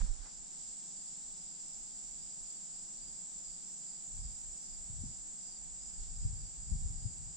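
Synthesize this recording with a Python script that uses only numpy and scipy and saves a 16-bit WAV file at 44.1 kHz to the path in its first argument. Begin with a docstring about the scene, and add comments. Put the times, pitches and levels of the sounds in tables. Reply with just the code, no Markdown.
"""A low bump comes first, over the high, steady trill of ground crickets on a wooded creek bank.
The crowd trills near 7.4 kHz while field crickets chirp lower down; both sing by scraping one wing
over the other, and the trees scatter their songs. Now and then the wearer of a small chest camera
shifts, and its mount rumbles and thumps. Far noise of the late summer woods hangs under it all."""
import sys
import numpy as np
from scipy import signal
from scipy.fft import rfft, irfft, next_fast_len
from scipy.io import wavfile

SR = 44100
rng = np.random.default_rng(int(sys.argv[2]) if len(sys.argv) > 2 else 0)


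def transcribe(signal):
    """Save signal, clipped to [-1, 1], as a 16-bit WAV file at the path in sys.argv[1]."""
    frames = np.atleast_2d(signal).T
    limited = np.clip(frames, -1, 1)
    pcm = np.round(limited * 32767).astype(np.int16)
    wavfile.write(sys.argv[1], SR, pcm)


N = 324576
T = np.arange(N) / SR

# how loud the ground crickets are: (time [s], relative level [dB])
TRILL_LEVELS = [(0.0, -52), (0.1, -54.5), (0.3, -54.5), (0.6, -50.5), (3.52, -50), (7.22, -51.5),
                (7.3, -51.5)]
# how loud a ground cricket of each pitch is: (pitch [Hz], relative level [dB])
TRILL_BY_PITCH = [(6400, -30.5), (6750, -10.5), (7000, -8), (7230, 0.5), (7600, -2), (7830, -1.5),
                  (8020, -19), (8250, -7.5), (8500, -27.5), (9000, -25)]
# chirps of the nearest field cricket: (middle time [s], relative level [dB])
NEAREST_CRICKET = [(.3, -67), (.65, -58.5), (1.05, -60), (1.46, -57.5), (1.88, -61), (2.23, -58.5),
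                   (2.72, -60), (3.11, -56), (3.49, -58.5), (3.89, -60), (4.28, -57), (4.69, -61),
                   (5.1, -58.5), (5.46, -56.5), (5.82, -56.3), (6.2, -56.5), (6.67, -62), (7.04, -61)]
# a deeper neighbour, mostly in step with it: (middle time [s], relative level [dB])
DEEP_CRICKET = [(.63, -66), (.97, -59), (1.54, -61), (1.92, -65), (2.18, -63), (2.51, -57), (3.03, -57.5),
                (3.5, -57), (3.92, -61), (4.25, -59), (4.7, -57.5), (5.52, -57), (5.99, -60), (6.41, -57),
                (6.72, -60), (7.05, -61)]
# a higher, fainter neighbour on its own beat: (middle time [s], relative level [dB])
HIGH_CRICKET = [(.05, -67), (.6, -65), (.87, -59), (1.31, -60), (1.68, -63), (2.11, -61.5), (2.51, -65),
                (2.9, -59), (3.35, -60), (3.7, -58), (4.16, -60), (4.61, -57), (5.02, -60), (5.43, -61),
                (5.87, -66), (6.44, -61)]
# a fitful neighbour that falls into the gaps: (middle time [s], relative level [dB])
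FITFUL_CRICKET = [(1.68, -59), (2.47, -64), (3.68, -63), (4.58, -63), (5.93, -64), (6.8, -64)]
# level over time of a very faint high sheen above 13 kHz: (time [s], relative level [dB])
SHEEN_LEVELS = [(.2, -16), (.8, -8), (1.7, 0), (4.95, 0.5), (5.1, -6), (6.05, -6), (6.4, -2)]

# swells of low rumble, strong ones from the wearer shifting, faint ones just background flutter:
# (start [s], hold [s], relative sway [dB], relative rub [dB], left minus right [dB])
RUMBLE_SWELLS = [(0.01, 0.023, -28.5, -45.5, -12), (0.113, 0.078, -52, -74, -12),
                 (0.366, 0.03, -57, -80, -5), (0.597, 0.086, -59, -83.5, -16),
                 (1.767, 0.055, -57.5, -82, -9), (2.15, 0.02, -63, -76, -5), (2.227, 0.019, -58, -80, -2),
                 (2.404, 0.015, -57, -75, -10), (3.016, 0.066, -54, -71, -1), (3.487, 0.024, -57, -76, -4),
                 (4.137, 0.18, -44, -54.5, -1.5), (4.453, 0.029, -47, -60.5, -10),
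                 (4.717, 0.2, -49, -84, -1.5), (4.923, 0.086, -48, -52.5, 3), (5.036, 0.06, -44.5, -49, 2),
                 (5.15, 0.045, -52, -71, -7), (5.594, 0.31, -53, -78.5, -8), (5.99, 0.29, -41, -60.5, 4),
                 (6.235, 0.051, -31, -43.5, -3), (6.351, 0.079, -43, -50, 1), (6.458, 0.081, -53, -62, -1),
                 (6.601, 0.09, -44, -57.5, -3), (6.705, 0.054, -36, -43, 0), (6.804, 0.17, -37.5, -50, 1),
                 (7.043, 0.025, -40.5, -44, 5), (7.168, 0.13, -48.5, -53.5, 3)]
# knocks on the mount: (time [s], relative peak [dB], rough pitch [Hz], left minus right [dB])
KNOCKS = [(.002, -18.5, 30.1, -14), (0.041, -40.5, 204, -13), (0.072, -24.5, 32.2, -11),
          (0.189, -37.5, 30, -16), (4.185, -36, 56, -7), (4.246, -34.5, 41.6, 0), (4.897, -41, 99, 16),
          (4.984, -38.5, 64.6, 13), (5.01, -36.5, 78, 14), (5.034, -34, 184, 14), (5.054, -38, 160, 23),
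          (6.248, -25, 82, 7), (6.286, -38.5, 46.5, 8), (6.327, -33, 84.6, 9), (6.716, -25, 62, 8),
          (6.733, -42, 134, -26), (6.849, -28.5, 63.6, 1), (6.9, -36, 134, -13), (7.029, -48, 54, 2),
          (7.052, -27.5, 103, 21)]
# tone of the mount's deep sway: (frequency [Hz], relative level [dB])
SWAY_COLOUR = [(15, -10), (30, 2.5), (55, -6.5), (80, -17), (130, -51.5), (600, -100)]
# tone of cloth rubbing on the mount: (frequency [Hz], relative level [dB])
RUB_COLOUR = [(40, -23), (80, 2), (160, -0.5), (230, -15), (320, -21), (600, -46.5), (4000, -100)]
# scuffs of handling: (peak time [s], relative peak [dB], time to rise 60 dB [s], time to fall 60 dB [s])
SCUFFS = [(0.017, -47.5, 0.072, 0.028), (.06, -62, 0.71, 0.55), (0.259, -55.5, 0.037, 0.049),
          (.268, -60.5, 0.52, 0.22), (.542, -60.5, .02, 0.046)]
# tone of those scuffs: (frequency [Hz], relative level [dB])
SCUFF_COLOUR = [(400, -11.5), (850, -8.5), (1100, -9.5), (1650, -9), (2000, -12), (3000, -20.5),
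                (9000, -75)]

# tone of the far noise of the woods: (frequency [Hz], relative level [dB])
AIR_COLOUR = [(25, 0), (55, -17), (95, -23), (165, -0.5), (220, -5), (310, -11.5), (520, -17.5), (800, -7),
              (1080, -18.5), (2400, -25), (4200, -28), (6500, -15.5), (8800, -24.5), (9500, -73)]
# tone of the distant insects' rasp: (frequency [Hz], relative level [dB])
RASP_COLOUR = [(1500, -28.5), (2800, -12.5), (3600, -5.5), (4400, -2.5), (5600, 2.5), (6300, -0.5),
               (8000, -2), (8900, 4.5), (9500, -70)]
# swells and lulls of that rasp: (middle time [s], level change [dB])
RASP_CHANGES = [(.02, 3), (.41, -4), (.63, 2.5), (1.12, 1.5), (6.04, 5.5)]
# how wide each noise sounds, higher is wider: (frequency [Hz], side minus middle [dB])
FAR_WIDTH = [(30, -8), (150, 3), (400, 4.5), (800, 11), (1500, 4.5), (2500, 0.5), (4000, -7), (6500, -2),
             (9000, 19.5)]
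SWAY_WIDTH = [(30, 0.18), (100, 1.0)]
RUB_WIDTH = [(80, 0.31), (250, 0.35)]
SCUFF_WIDTH = [(500, -13), (5000, 2)]


def ground_crickets(count=32, patch_count=8, near_db=-9, near_hz=7450, near_strokes_per_s=45.3):
    """Patches of crickets trill nonstop, each insect at its own pitch and speed; one sits nearer."""
    patches = np.zeros((patch_count, 2, N))
    for k, hz in enumerate(np.linspace(6400, 8900, count)):
        strokes = rng.uniform(35, 110) * T + rng.random() + .3 * drift(3)
        song = wing(strokes, hz, duty=.7, glide=.045, rough=.018) * from_db(at_hz(TRILL_BY_PITCH, hz))
        patches[k % patch_count] += placed(song, lead=rng.uniform(1.6, 3.4), pan_db=rng.normal(-1.2, 1))
    crowd = rms_one(sum(tree_echoes(patch, fade_s=0.51, echo_db=7) for patch in patches))
    near_strokes = near_strokes_per_s * T + 0.08 * drift(2.3)
    near_song = wing(near_strokes, near_hz, duty=.6, glide=0.12, rough=.016)
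    near = tree_echoes(placed(near_song, lead=2, pan_db=0.35), fade_s=0.051, echo_db=-2.5)
    chorus = crowd + from_db(near_db) * rms_one(near)
    level_db = in_time(TRILL_LEVELS) + 4 + 0.5 * drift(8.3)  # the level wavers a little
    return from_db(level_db) * rms_one(chorus)


def near_field_cricket(chirps, hz, strokes_per_s, duty, pan_db, echo_db, chirp_s=.175):
    """Each chirp is a short run of wing strokes, strongest in the middle, at a pitch of its own."""
    middles, levels_db = np.transpose(chirps)
    nearest = np.searchsorted((middles[1:] + middles[:-1]) / 2, T)  # the chirp closest to each moment
    from_middle_s = T - middles[nearest]
    swell = np.sqrt(np.maximum(1 - (2 * from_middle_s / chirp_s) ** 2, 0))
    pitch = hz * (1 + .002 * rng.standard_normal(len(middles))[nearest])
    strokes = from_middle_s * strokes_per_s + duty / 2
    song = wing(strokes, pitch, duty, glide=.022, rough=.015, wander=.002)
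    song = song * swell * from_db(levels_db[nearest])
    return tree_echoes(placed(song, lead=2, pan_db=pan_db), fade_s=.5, echo_db=echo_db)


def far_field_crickets(hz, level_db, strokes_per_s, spread, count=9):
    """A loose group, each chirping about two and a half times a second on its own beat."""
    group = np.zeros((2, N))
    for offset in np.linspace(-1, 1, count):
        beat = rng.uniform(2, 3.1) * T + rng.random() + 0.15 * drift(2)
        swell = np.sqrt(np.maximum(np.sin(2 * np.pi * beat) + 1, 0))
        strokes = strokes_per_s * rng.uniform(.85, 1.15) * T + rng.random()
        song = swell * wing(strokes, hz * (1 + spread * offset), duty=.75, glide=.04, rough=.015)
        group += placed(song / (1 + offset ** 2), lead=rng.uniform(-1, 3.2), pan_db=-0.11)
    return from_db(level_db) * rms_one(tree_echoes(group, fade_s=0.5, echo_db=-3))


def in_step(chirps, depth_db):
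    """Gain of a group that follows a leader: up on each of its chirps, down between them."""
    beat = np.interp(T, np.transpose(chirps)[0], np.arange(len(chirps)))
    return from_db(depth_db * np.cos(2 * np.pi * beat))


def wing(strokes, hz, duty, glide, rough, octave_db=-40, wander=.004):
    """Each stroke drags one wing's ridges over the other's edge: a short, shaky tone that sags."""
    # duty is the share of a stroke that sounds; glide, rough and wander are shares of the pitch
    progress = np.minimum(strokes % 1 / duty, 1)
    pitch = hz * (1 + glide * (.5 - progress) + rough * drift(300) + wander * drift(4))
    phase = 2 * np.pi * np.cumsum(pitch) / SR
    return np.sin(np.pi * progress) * (np.sin(phase) + from_db(octave_db) * np.sin(2 * phase))


def trim_treble(chorus):
    """Filter the chorus off at 9.3 kHz, keeping a faint sheen above 13 kHz."""
    body = signal.sosfilt(signal.ellip(8, .1, 50, 9300, fs=SR, output="sos"), chorus)
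    sheen = signal.sosfilt(signal.butter(8, 13000, "high", fs=SR, output="sos"), chorus)
    return body + from_db(in_time(SHEEN_LEVELS)) * sheen


def tree_echoes(song, fade_s, echo_db):
    """Trunks and leaves send back a cloud of echoes, different on each side, down 60 dB in fade_s."""
    tail = SR // 2
    echoes = rng.standard_normal((2, tail)) * from_db(-60 * T[:tail] / fade_s)
    echoes /= np.sqrt(np.sum(echoes ** 2, axis=1, keepdims=True))
    song = song * np.minimum(np.minimum(T, T[::-1]) / .003, 1)  # soft ends avoid a click
    already_singing = np.concatenate([song[:, -tail:], song], axis=1)
    scattered = signal.fftconvolve(already_singing, echoes, axes=1)[:, tail:tail + N]
    return (song + from_db(echo_db) * scattered) / np.sqrt(1 + from_db(2 * echo_db))


def chest_mount(sway_db=-3, rub_db=-2, lumpy_db=2, knock_db=-2, dull_hz=290):
    """Shifting weight sways the mount and rubs cloth on it; each knock rocks it for a few cycles."""
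    sway_gain, rub_gain = rumble_gains()
    sway = sway_gain * from_db(sway_db) * noise(SWAY_COLOUR, SWAY_WIDTH)
    rub = rub_gain * from_db(rub_db + lumpy_db * drift(40)) * noise(RUB_COLOUR, RUB_WIDTH)
    rumble = (sway + rub) * np.minimum(T / .015, 1)
    for start, peak_db, hz, pan_db in KNOCKS:
        side_hz = hz * rng.uniform(0.75, 1.22, (2, 1))  # left and right shake at different speeds
        turns = np.clip((T - start) * side_hz, 0, 40)
        swell = 2 * turns * np.exp(1 - 2 * turns)
        rumble += from_db(peak_db + knock_db) * panned(pan_db) * swell * np.sin(2 * np.pi * turns)
    # straps and padding let only the low sounds through
    return signal.sosfilt(signal.butter(4, dull_hz, fs=SR, output="sos"), rumble)


def rumble_gains(rise_db_per_s=283.5, fall_db_per_s=227):
    """How strong the sway and the rubbing are: each swell of rumble builds, holds and settles."""
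    sway_power = from_db(-69.5 + 4.5 * drift(9.5)) ** 2  # a faint flutter between the swells
    rub_power = 0
    for start, hold, sway_db, rub_db, pan_db in RUMBLE_SWELLS:
        building_db = rise_db_per_s * np.maximum(start - T, 0)
        settling_db = fall_db_per_s * np.maximum(T - start - hold, 0)
        swell = panned(pan_db) * from_db(-building_db - settling_db)
        sway_power = sway_power + (from_db(sway_db) * swell) ** 2
        rub_power = rub_power + (from_db(rub_db) * swell) ** 2
    return np.sqrt(sway_power), np.sqrt(rub_power)


def handling_scuffs(gain_db=-4):
    """Handling makes soft scuffs and rustles: each swells to its peak and dies away."""
    power = 0
    for peak_s, peak_db, rise_s, fall_s in SCUFFS:
        below_db = 60 * (np.maximum(peak_s - T, 0) / rise_s + np.maximum(T - peak_s, 0) / fall_s)
        power = power + from_db(peak_db + gain_db - below_db) ** 2
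    return np.sqrt(power) * noise(SCUFF_COLOUR, SCUFF_WIDTH)


def far_woods(air_db=-59, rasp_db=-59.5, fade_db_per_s=0.77, swell_s=0.05):
    """The far noise of the woods, and the slowly fading rasp of insects too distant to tell apart."""
    air = from_db(air_db) * noise(AIR_COLOUR, FAR_WIDTH)
    swells_db = sum(db * np.exp(-((T - middle) / swell_s) ** 2) for middle, db in RASP_CHANGES)
    rasp = from_db(rasp_db - fade_db_per_s * T + swells_db) * noise(RASP_COLOUR, FAR_WIDTH)
    return air + rasp


def noise(colour, width):
    """Stereo noise of power 1: a middle part both sides share, and a side part they get opposite."""
    size = next_fast_len(N)
    hz = np.arange(size // 2 + 1) * SR / size
    middle, side = rfft(rng.standard_normal((2, size)))
    wide = from_db(at_hz(width, hz))
    gain = from_db(at_hz(colour, hz)) / np.sqrt(1 + wide ** 2)
    left_right = gain * np.array([middle + wide * side, middle - wide * side])
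    return rms_one(irfft(left_right, size)[:, :N])


def placed(song, lead, pan_db):
    """Give a sound a direction: the right side hears it lead samples early, at another level."""
    return np.array([song, np.roll(song, -int(round(lead)))]) * panned(pan_db)


def panned(pan_db):
    """Left and right gains, with the left louder by pan_db."""
    gains = from_db(np.array([[pan_db], [-pan_db]]) / 2)
    return gains / np.sqrt(np.mean(gains ** 2))


def drift(turns_per_s):
    """A random wobble around zero, roughly 1 in size."""
    points = rng.standard_normal(4096)
    return np.interp(T * turns_per_s, np.arange(len(points)), points)


def in_time(table):
    """Read a (time, value) table at every sample."""
    return np.interp(T, *np.transpose(table))


def at_hz(table, hz):
    """Read a (frequency, value) table, with every octave equally wide."""
    frequencies, values = np.transpose(table)
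    return np.interp(np.log(np.maximum(hz, 1)), np.log(frequencies), values)


def from_db(db):
    """Turn decibels into a gain to multiply by."""
    return 10 ** (np.asarray(db) / 20)


def rms_one(x):
    """Scale a sound to an average power of 1."""
    return x / np.sqrt(np.mean(x ** 2) + 1e-20)


def scene():
    """Crickets all round, the wearer close by, the woods behind."""
    near = near_field_cricket(NEAREST_CRICKET, 5000, 24.5, duty=.9, pan_db=-6, echo_db=0.5)
    near += near_field_cricket(DEEP_CRICKET, 4795, 21, duty=.83, pan_db=-2.5, echo_db=3)
    near += near_field_cricket(HIGH_CRICKET, 5725, 26, duty=.88, pan_db=-4, echo_db=1.5)
    near += near_field_cricket(FITFUL_CRICKET, 5100, 24, duty=1, pan_db=-3.5, echo_db=1)
    far_low = far_field_crickets(hz=4903, level_db=-68, strokes_per_s=23, spread=.06)
    far_low *= in_step(NEAREST_CRICKET, depth_db=1.5)
    far_high = far_field_crickets(hz=5805, level_db=-70.5, strokes_per_s=27, spread=.04)
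    crickets = trim_treble(ground_crickets() + near + far_low + far_high)
    return crickets + far_woods() + chest_mount() + handling_scuffs()


def record(dry, low_hz=15, high_hz=15700):
    """Cut away the deepest rumble and the highest treble."""
    dry = signal.sosfilt(signal.butter(2, low_hz, "high", fs=SR, output="sos"), dry)
    return signal.sosfilt(signal.ellip(10, .1, 80, high_hz, fs=SR, output="sos"), dry)


dry = scene()
out = record(dry)
transcribe(out)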